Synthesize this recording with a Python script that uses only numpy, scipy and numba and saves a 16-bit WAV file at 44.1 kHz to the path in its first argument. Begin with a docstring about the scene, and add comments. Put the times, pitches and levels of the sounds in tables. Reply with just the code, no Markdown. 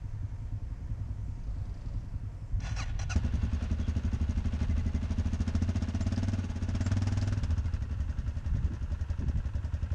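"""On a dirt trail a single-cylinder quad is started a few metres away and crawls off; another idles
further back. A fuel pump ticks and the starter gears grind. Each firing then rings the exhaust and
blows a puff of gas; valves tick, the cases clatter, timing gears sing, the chassis squeaks and clacks.
Wind buffets the microphone."""
import sys
import numpy as np
from scipy import signal
from scipy.io import wavfile
from scipy.ndimage import uniform_filter1d
from numba import njit

SR = 44100
rng = np.random.default_rng(int(sys.argv[2]) if len(sys.argv) > 2 else 0)


def store_pcm(level_fs):
    """Save levels as 16-bit WAV."""
    pcm = np.round(np.clip(level_fs, -1, 1) * 32767).astype(np.int16)
    wavfile.write(sys.argv[1], SR, np.atleast_2d(pcm).T)


N = 438354
TIME_S = np.arange(N) / SR
MESH_DB = -66  # timing gears at 2.4 m, throttle shut


def quad():
    """The near engine: one firing cycle drives all parts; throttle, heading and distance weight them."""
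    # Each row: time in seconds, firings a second. Starts at the first firing.
    speed = [(3.1568, 11.595), (3.478, 10.119), (3.7667, 11.869), (4.5906, 12.554), (4.8617, 11.772),
             (5.3115, 13.803), (5.4956, 13.584), (5.9248, 16.214), (6.3031, 19.621), (6.638, 15.073),
             (6.9022, 19.217), (7.3762, 20.069), (7.4179, 14.336), (7.9007, 10.91), (9.2772, 10.965),
             (9.4465, 12.043), (9.4641, 10.333), (9.94, 11.374)]
    # Each row: time in seconds, throttle opening 0-1.
    opening = [(3.15, 0.87), (3.3, 0.24), (4.1, 0.39), (4.9, 0.38), (5.3, 0.59), (5.6, 0.82), (5.9, 0.78),
               (6.2, 0.93), (6.36, 0.89), (6.5, 0.42), (6.7, 0.79), (6.86, 0.91), (7.15, 0.78),
               (7.35, 0.65), (7.46, 0.31), (8.5, 0.31), (9.94, 0.07)]
    # Each row: time in seconds, distance in m, share heard from behind.
    path = [(3, 2.33, 0.083), (5.3, 2.25, 0.014), (6.5, 2.87, 0.03), (7.3, 2.95, 0.19), (8, 6.47, 0.36),
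            (9.94, 8.4, 0.66)]
    # Per part: dB at 2.4 m with throttle shut, dB gained wide open, power of the opening,
    # dB gained from behind.
    parts = {"boom": (-36.5, 6.5, 1, 19.5), "bark": (-43, 11, 1.5, -7), "tail": (-64.5, 10.5, 2.5, 24),
             "gas": (-74.5, 26.5, 1.02, 31), "pop": (-60.5, 2.5, 5.5, -0.5), "clatter": (-53.5, 2, 2.5, 10),
             "valves": (-63, 3, 1, 3.5), "mesh": (MESH_DB, -2.8, 0.39, 2.4)}
    rate_hz, throttle = contour(speed), contour(opening)
    path_s, path_m, path_behind = np.transpose(path)
    distance_m, behind = curve(path_s, path_m), curve(path_s, path_behind)
    start_s = speed[0][0]
    cycles = np.cumsum(rate_hz * (TIME_S > start_s)) / SR + 1e-9 * TIME_S  # strictly rising
    count = np.arange(int(cycles[-1]) + 1)
    fire_s = np.maximum(np.interp(count, cycles, TIME_S), start_s)
    scatter = rng.standard_normal((len(count), 8)).T
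    blow = low(clicks(fire_s - .0003, undb(scatter[0])), 131)
    flow = fade(blow, .017) * noise()  # turbulent outflow
    ticks = valve_ticks(cycles, scatter[2:6])
    exhaust = {"boom": pipe_boom(blow, rate_hz, behind),
               "bark": silencer_bark(blow, flow, rate_hz, throttle, behind),
               "tail": tailpipe(flow, fire_s, scatter[1], throttle, behind),
               "pop": chamber_pop(blow, flow, throttle),
               "gas": gas_puff(fire_s, scatter[1], throttle)}
    engine = {"valves": valve_cover(ticks),
              "clatter": via_ground(case_clatter(ticks, cycles, scatter[6:], behind), distance_m),
              "mesh": timing_gears(rate_hz, cycles)}
    gain = {name: undb(shut_db + open_db * throttle ** power + behind_db * behind) * 2.4 / distance_m
            for name, (shut_db, open_db, power, behind_db) in parts.items()}
    overrun = undb(12.5 * decay(start_s=7.428, decay_s=.25))  # the throttle snaps shut
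    gain["gas"] *= overrun
    gain["boom"] *= overrun ** .2
    out = sum(gain[name] * level(x, 0) for name, x in exhaust.items())
    out /= np.sqrt(rate_hz / rate_hz.mean())  # levels per second, not per firing
    out += sum(gain[name] * level(x, 0) for name, x in engine.items())
    return out * (TIME_S > fire_s[0] - .002)


def pipe_boom(blow, rate_hz, behind):
    """A pressure thump leads the pipe tone, which hotter gas raises; shorter from behind."""
    hz = 46.95 + 2.47 * rate_hz
    out = level(band(blow, 62, 82), -10.5)
    for share, width_hz in ((1 - behind, 22.3), (behind, 41.6)):
        first = band(blow, hz, width_hz)
        out += share * level(.41 * first + band(first, hz, width_hz), 0)  # the same pipe tone once and twice over: quick onset, then a swell
    return out


def silencer_bark(blow, flow, rate_hz, throttle, behind):
    """The blow, its echo off the closed pipe end and the outflow ring the silencer."""
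    # Each row: chamber pitch in Hz, width in Hz, gain in dB.
    silencer = [(179.5, 30, -16), (215.1, 56, 2), (247.5, 30, -6.5)]
    heat = 1 + .0071 * (rate_hz - rate_hz.mean())  # hotter gas raises the pitch
    chambers = [(hz * heat, width_hz, db) for hz, width_hz, db in silencer]
    echo = (.32 + .75 * (1 - throttle) + .81 * behind) * delay(blow, .01665 / heat)
    attack = level(ring(blow, chambers[1:2]), -17)
    rush = level(swell(flow, chambers), -20) * undb(13 * behind)
    return attack + level(swell(blow + echo, chambers), 0) + rush


def tailpipe(flow, fire_s, scatter, throttle, behind):
    """A hollow note, lower from behind, speaks after the blow; under load also at once."""
    outflow = level(flow, -4) + level(clicks(fire_s + .001, undb(2 * scatter)), 0)
    drive = 1.74 * throttle ** 1.8 * outflow + delay(outflow, .01057)
    return band_twice(drive, hz=637 - 102 * behind, width_hz=105)


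def chamber_pop(blow, flow, throttle):
    """A small end chamber pops late, sooner under load."""
    drive = delay(blow, .01273 * (1 - throttle)) + level(flow, .5) * np.std(blow)
    return band_twice(drive, hz=378.5, width_hz=47)


def gas_puff(fire_s, scatter, throttle):
    """A noise burst leaves the outlet at each firing; under load it opens with a crack."""
    # Each row: resonance in Hz, width in Hz, gain in dB.
    outlet = [(820, 300, 10), (1430, 920, 7.5), (3120, 1700, -6), (4400, 2500, -22.5), (5180, 1220, 3.5),
              (5960, 1300, -6.5), (7700, 360, -25), (8600, 750, -29)]
    puff = fade(fade(clicks(fire_s + .004, undb(2 * scatter)), .013), .0003)
    crack = 10 * throttle ** 2 * fade(clicks(fire_s + .0029, undb(1.5 * scatter)), .0028)
    return ring((puff + crack) * noise(), outlet)


def valve_ticks(cycles, scatter):
    """Envelope of four valve impacts a cycle."""
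    # Each row: share of the cycle, level in dB, decay in seconds.
    impacts = [(.03, 0, .01), (.2, 0, .01), (.7, -10, .005), (.86, -6, .006)]
    return sum(fade(cycle_clicks(cycles, share, db + 2 * spread), decay_s)
               for (share, db, decay_s), spread in zip(impacts, scatter))


def valve_cover(ticks):
    """Noise gated by the ticks rings the cover."""
    # Each row: resonance in Hz, width in Hz, gain in dB.
    modes = [(5000, 910, -10), (5850, 1400, -2), (6420, 400, -0.5), (8920, 2800, -8)]
    return swell(ticks * noise(), modes)


def case_clatter(ticks, cycles, scatter, behind):
    """Valves and piston slap rattle the cases; jolts add to it as the drive takes up."""
    # Each row of both: resonance in Hz, width in Hz, gain in dB.
    side_modes = [(505, 400, 14), (832, 30, 12), (1130, 140, 4.5), (1448, 39, 11), (1660, 230, 2),
                  (2086, 17, 8.5), (2360, 610, -2.5), (2705, 66, 1), (3270, 190, -18)]
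    rear_modes = [(998, 520, 13.5), (1333, 230, 16), (1520, 340, 10.5), (1820, 160, -5), (2534, 530, 5)]
    # Each row: share of the cycle, slap level in dB.
    piston = [(.36, -1.5), (.86, -2.5)]
    # Each row: start in seconds, length in seconds, added rattle in dB.
    jolts = [(4.351, 0.02, -5), (4.442, 0.031, -15.5), (4.522, 0.056, -7), (4.588, 0.075, 1.5)]
    knocks = undb(2 * walk(40)) * noise()
    slaps = sum(cycle_clicks(cycles, share, db + 1.6 * spread)
                for (share, db), spread in zip(piston, scatter))
    slaps = level(fade(fade(slaps, .0081), .0014), 0)
    rattle = .5 + uniform_filter1d(ticks, size=600) + .2 * slaps
    side = level(ring(rattle * knocks, side_modes), 0)
    rear = level(swell((1.1 + slaps) * knocks, rear_modes), 0)
    jolt = 1 + sum(undb(db) * triangle(s, .0036, length_s) for s, length_s, db in jolts)
    return np.sqrt(1 - behind) * side * jolt + np.sqrt(behind) * rear


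def via_ground(x, distance_m):
    """The sound arrives again off the dirt; the lag shrinks with distance."""
    engine_m, mic_m = .512, 1.37  # heights
    detour_m = np.hypot(distance_m, mic_m + engine_m) - np.hypot(distance_m, mic_m - engine_m)
    return x + .054 * delay(x, detour_m / 343)


def timing_gears(rate_hz, cycles):
    """The crank surges after each firing: one arched gear chirp a cycle, fading above idle."""
    # Each row: time in seconds, gain in dB.
    song = [(4.4, -9), (4.55, -3), (4.65, 2), (5, 1), (5.2, -2), (8.1, 1), (8.5, 3), (8.8, -2), (9, 1),
            (9.4, 0)]
    teeth_per_cycle, idle_hz = 170, 12.3
    surge = np.cos(2 * np.pi * (cycles - .17))
    hz = teeth_per_cycle * rate_hz * (1 + .04 * (surge - 1) + .00548 * walk(30))
    db = 1.5 * walk(6) + contour(song) - 12 * np.maximum(rate_hz - idle_hz, 0)
    chirp = np.exp(2.5 * np.cos(2 * np.pi * (cycles - .25)))
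    return chirp * undb(db) * sine(hz)


def starter():
    """Uneven tooth knocks ring the gear case, hardest on each compression; slipping teeth rasp."""
    # Each row: resonance in Hz, width in Hz, gain in dB. Six for the case, then the teeth.
    modes = [(780, 220, 14), (1080, 190, 7), (1459, 21, 19), (1730, 310, 9), (2450, 1350, 6.5),
             (3370, 26, 11), (4060, 210, 2), (4800, 670, -1.5), (5600, 200, 3.5), (5910, 85, 5),
             (6200, 190, -8)]
    # Each row: start, rise and length in seconds, level in dB, relative treble in dB.
    grinds = [(2.603, .001, 0.0091, -54.5, 6), (2.608, 0.055, 0.1, -45, -2),
              (2.691, .005, 0.091, -51.5, -0.5), (2.759, .004, 0.027, -51, -3),
              (2.762, 0.039, 0.084, -41.5, 0.5), (2.826, 0.012, 0.096, -52, -6),
              (2.99, 0.0024, 0.031, -41.5, -1.5), (3.013, 0.0056, 0.032, -45.5, 0),
              (3.093, 0.0067, 0.065, -41.5, 2)]
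    # Each row: start and length in seconds, first and last pitch in Hz, level in dB.
    rasps = [(2.635, .075, 3450, 3400, -54), (2.64, .05, 2600, 2550, -54), (2.755, .055, 5400, 5700, -45),
             (2.78, .04, 6700, 6000, -47), (2.8, .035, 4600, 3800, -45), (2.81, .045, 1850, 1900, -45),
             (2.81, .045, 2750, 2800, -48), (3.092, .05, 6400, 5700, -41), (2.988, .025, 5900, 5800, -44),
             (3.092, .05, 1450, 1430, -43), (3.108, .035, 2650, 2400, -43)]
    knocks = noise() * undb(2.9 * np.minimum(rng.exponential(size=N), 5)) * undb(3.4 * walk(150))
    case = level(ring(band(knocks, 1350, 4200), modes[:6]), 0)
    teeth = level(ring(knocks, modes[6:]), 0)
    out = undb(-58.5) * (TIME_S > 2.6) * (TIME_S < 3.7) * case  # whirr between compressions
    for s, rise_s, length_s, db, treble_db in grinds:
        shape = curve([s, s + rise_s, s + .7 * length_s + .3 * rise_s, s + length_s], [0, 1, .55, 0])
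        out += undb(db) * shape * (case + undb(treble_db) * teeth)
    out += glides(knocks, rasps, width_hz=200, rise_share=.44)
    released_gear = undb(-62) * decay(start_s=3.03, decay_s=.03) * np.sin(2 * np.pi * 5950 * TIME_S)
    return out + released_gear + starter_whine()


def starter_whine():
    """Gear whine sinks as compression slows the starter."""
    # Each row: start and length in seconds, first and last pitch in Hz, level in dB.
    whines = [(2.655, .05, 990, 960, -54), (2.782, .055, 1380, 930, -38), (3.1, .045, 1520, 1150, -39)]
    # Each row: harmonic number, gain in dB.
    orders = [(1, -2), (2, 0), (3, -14), (4, -12)]
    out = np.zeros(N)
    for s, length_s, from_hz, to_hz, db in whines:
        hz = curve([s, s + length_s], [from_hz, to_hz])
        whine = sum(undb(order_db + 6 * walk(90)) * sine(k * hz * (1 + .035 * walk(300)))
                    for k, order_db in orders)
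        out += undb(db) * whine * triangle(s, .34 * length_s, length_s)
    return out


def chassis_squeaks():
    """The moving chassis rubs in short thin squeaks."""
    # Each row: start and length in seconds, first and last pitch in Hz, level in dB.
    squeaks = [(3.783, 0.11, 3440, 3200, -56.5), (6.012, 0.04, 7040, 7400, -48),
               (6.802, 0.11, 7200, 7500, -52), (7.19, 0.09, 7500, 7200, -57)]
    rub = noise() * undb(6.8 * walk(120))
    return glides(rub, squeaks, width_hz=220, rise_share=.5)


def loose_parts():
    """Loose metal clacks as the chassis jolts."""
    # Each row: time in seconds, peak level in dB, pitch in Hz.
    clacks = [(6.1614, -45, 5050), (6.319, -50, 5690), (7.213, -38.5, 4830)]
    hiss = noise()
    return sum(decay(s, .0058) * level(band(hiss, hz, 900), db) for s, db, hz in clacks)


def far_quad():
    """Steady idle firings ring a pipe, dull with distance, over two faint tones."""
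    # Each row: resonance in Hz, width in Hz, gain in dB.
    pipe = [(52, 26, 2.5), (100.7, 22, 8), (135.8, 24.4, -11), (255.7, 59, -8.5)]
    # Each row: pitch in Hz, level in dB.
    tones = [(711, -77), (926, -79)]
    # Each row: time in seconds, gain in dB.
    loudness = [(2.6, 5.5), (5, 0.5), (9.94, 2)]
    firings, rate_hz = 105, 10.49
    jitter, scatter = rng.standard_normal((firings, 2)).T
    fire_s = .037 + np.arange(firings) / rate_hz + .002 * jitter
    blow = low(clicks(fire_s, undb(2.2 * scatter)), 190)
    hum = sum(level(band(noise(), hz, 17), db) for hz, db in tones)
    flow = fade(np.abs(blow), .18) * noise()
    exhaust = level(swell(blow, pipe), -44.5) + level(swell(flow, pipe), -53.5)
    return undb(contour(loudness)) * (exhaust + hum)


def fuel_pump():
    """Soft uneven ticks over a whirr."""
    # Each row: time in seconds, gain in dB.
    loudness = [(1.3, -85), (1.6, -77), (1.9, -76), (2.05, -81), (2.3, -88)]
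    count, rate_hz, whirr = 28, 25.9, 1.6
    jitter, scatter = rng.standard_normal((count, 2)).T
    tick_s = 1.31 + np.arange(count) / rate_hz + .004 * jitter
    ticks = fade(fade(clicks(tick_s, undb(1.5 * scatter)), .008), .002)
    treble = level(band((level(ticks, 0) + whirr) * noise(), 4860, 1500), 0)
    body = level(band(noise(), 580, 450), 13)
    return undb(contour(loudness)) * (treble + body)


def wind():
    """Turbulence on the microphone: a deep unsteady rumble and short buffets."""
    # Each row: time in seconds, rumble level in dB.
    strength = [(0, -38), (.55, -36.5), (1.2, -36), (2, -34), (2.4, -40), (3, -34), (4, -35), (4.6, -32.5),
                (5.4, -36), (6.2, -38), (7.3, -37.5), (7.6, -34), (9, -37.5), (9.5, -42.5), (9.94, -39.5)]
    # Each row: start and length in seconds, level in dB, cutoff in Hz.
    buffets = [(2.522, 0.075, -24.5, 100), (2.598, 0.07, -37, 126), (7.39, 0.097, -31, 88),
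               (8.451, 0.22, -28.5, 146), (8.544, 0.034, -31.5, 280), (8.649, 0.035, -33, 298),
               (8.694, 0.053, -27, 266), (9.198, 0.047, -28, 292), (9.246, 0.055, -27.5, 195),
               (9.329, 0.08, -28, 177)]
    out = level(low(low(noise(), 92.3), 121), 0) * undb(contour(strength) + 2 * walk(7))
    eddies = band(noise(), 50, 82) * undb(4 * walk(35))
    for s, length_s, db, hz in buffets:
        shape = curve(s + length_s * np.array([0, .34, .96, 1]), [0, 1, 1, 0])
        out += level(low(low(eddies, hz), 1.18 * hz), db) * shape
    return out


def air():
    """Far engine clatter and breeze: quarter-octave noise bands that flicker independently."""
    # Each row: frequency in Hz, relative power per Hz in dB.
    spectrum = [(300, -2.5), (420, -8.5), (600, -5), (780, -20.5), (930, -9.5), (1300, -15), (1900, -15.5),
                (2600, -21), (3600, -28.5), (5000, -25.5), (6500, -21), (8000, -24), (11000, -22),
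                (14000, -13)]
    knots_hz, density_db = np.transpose(spectrum)
    out = np.zeros(N)
    for hz in 330 * 2 ** np.arange(0, 5.4, 1 / 4):
        db = np.interp(np.log(hz), np.log(knots_hz), density_db) + 10 * np.log10(hz)
        out += undb(db + 3.2 * walk(13)) * level(band_twice(noise(), hz, hz / 4), 0)
    return level(out, -59.5)


def undb(db):
    return 10 ** (np.asarray(db) / 20)


def level(x, db):
    """Set the rms level."""
    return x * undb(db) / np.sqrt(np.mean(x ** 2))


def noise():
    return rng.standard_normal(N)


def sine(hz):
    return np.sin(2 * np.pi * np.cumsum(hz) / SR)


def curve(s, values):
    return np.interp(TIME_S, s, values)


def contour(rows):
    return curve(*np.transpose(rows))


def triangle(start_s, rise_s, length_s):
    return curve([start_s, start_s + rise_s, start_s + length_s], [0, 1, 0])


def decay(start_s, decay_s):
    return (TIME_S > start_s) * np.exp(-np.abs(TIME_S - start_s) / decay_s)


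def delay(x, delay_s):
    return np.interp(TIME_S - delay_s, TIME_S, x)


def walk(rate_hz):
    """Random steps, smoothed twice; spread about 0.4."""
    hold = int(SR / rate_hz)
    steps = np.repeat(rng.standard_normal(N // hold + 1), hold)
    return .58 * uniform_filter1d(uniform_filter1d(steps, hold), hold)[:N]


def clicks(s, size):
    """Single-sample pulses at given times."""
    out = np.zeros(N)
    at = np.round(s * SR).astype(int)
    out[at[at < N]] = size[at < N]
    return out


def cycle_clicks(cycles, share, db):
    """One click at the same point of each engine cycle."""
    return clicks(np.interp(np.arange(len(db)) + share, cycles, TIME_S, right=99), undb(db))


def fade(x, decay_s):
    """Give every click an exponential tail."""
    return signal.lfilter([1], [1, -np.exp(-1 / (decay_s * SR))], x)


def low(x, hz):
    return signal.sosfilt(signal.butter(2, hz, fs=SR, output="sos"), x)


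@njit
def svf(x, hz, width_hz):
    """State-variable band-pass, gain 1 at a centre that may move."""
    out, band_state, low_state = np.empty(len(x)), 0., 0.
    for i in range(len(x)):
        g, damping = np.tan(np.pi * hz[i] / SR), width_hz / hz[i]
        v = (band_state + g * (x[i] - low_state)) / (1 + g * (g + damping))
        band_state, low_state = 2 * v - band_state, low_state + 2 * g * v
        out[i] = damping * v
    return out


def band(x, hz, width_hz):
    return svf(x + 1e-18, hz * np.ones(N), float(width_hz))


def band_twice(x, hz, width_hz):
    return band(band(x, hz, width_hz), hz, width_hz)


def ring(x, modes):
    """Parallel resonances."""
    return sum(undb(db) * band(x, hz, width_hz) for hz, width_hz, db in modes)


def swell(x, modes):
    """Each resonance twice over: soft start, deep valleys."""
    return sum(undb(db) * band_twice(x, hz, width_hz) for hz, width_hz, db in modes)


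def glides(x, events, width_hz, rise_share):
    """Short bursts of x through a gliding resonance."""
    out = np.zeros(N)
    for s, length_s, from_hz, to_hz, db in events:
        hz = curve([s, s + length_s], [from_hz, to_hz])
        out += level(band_twice(x, hz, width_hz), db) * triangle(s, rise_share * length_s, length_s)
    return out


def scene():
    """All sources at one microphone."""
    near = quad() + starter() + chassis_squeaks() + loose_parts()
    return (near + far_quad() + fuel_pump() + wind() + air())[None]


def record(dry):
    """Deep bass and treble are softened, loud peaks are rounded, nothing sounds above about 14 kHz."""
    thinned = signal.sosfilt(signal.butter(2, 20, "high", fs=SR, output="sos"), dry)
    dulled = low(low(thinned, 6700), 8240)
    rounded = np.tanh(4.155 * dulled) / 4.51
    return signal.sosfilt(signal.ellip(8, .2, 70, 14300, fs=SR, output="sos"), rounded)


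dry = scene()
out = record(dry)
store_pcm(out)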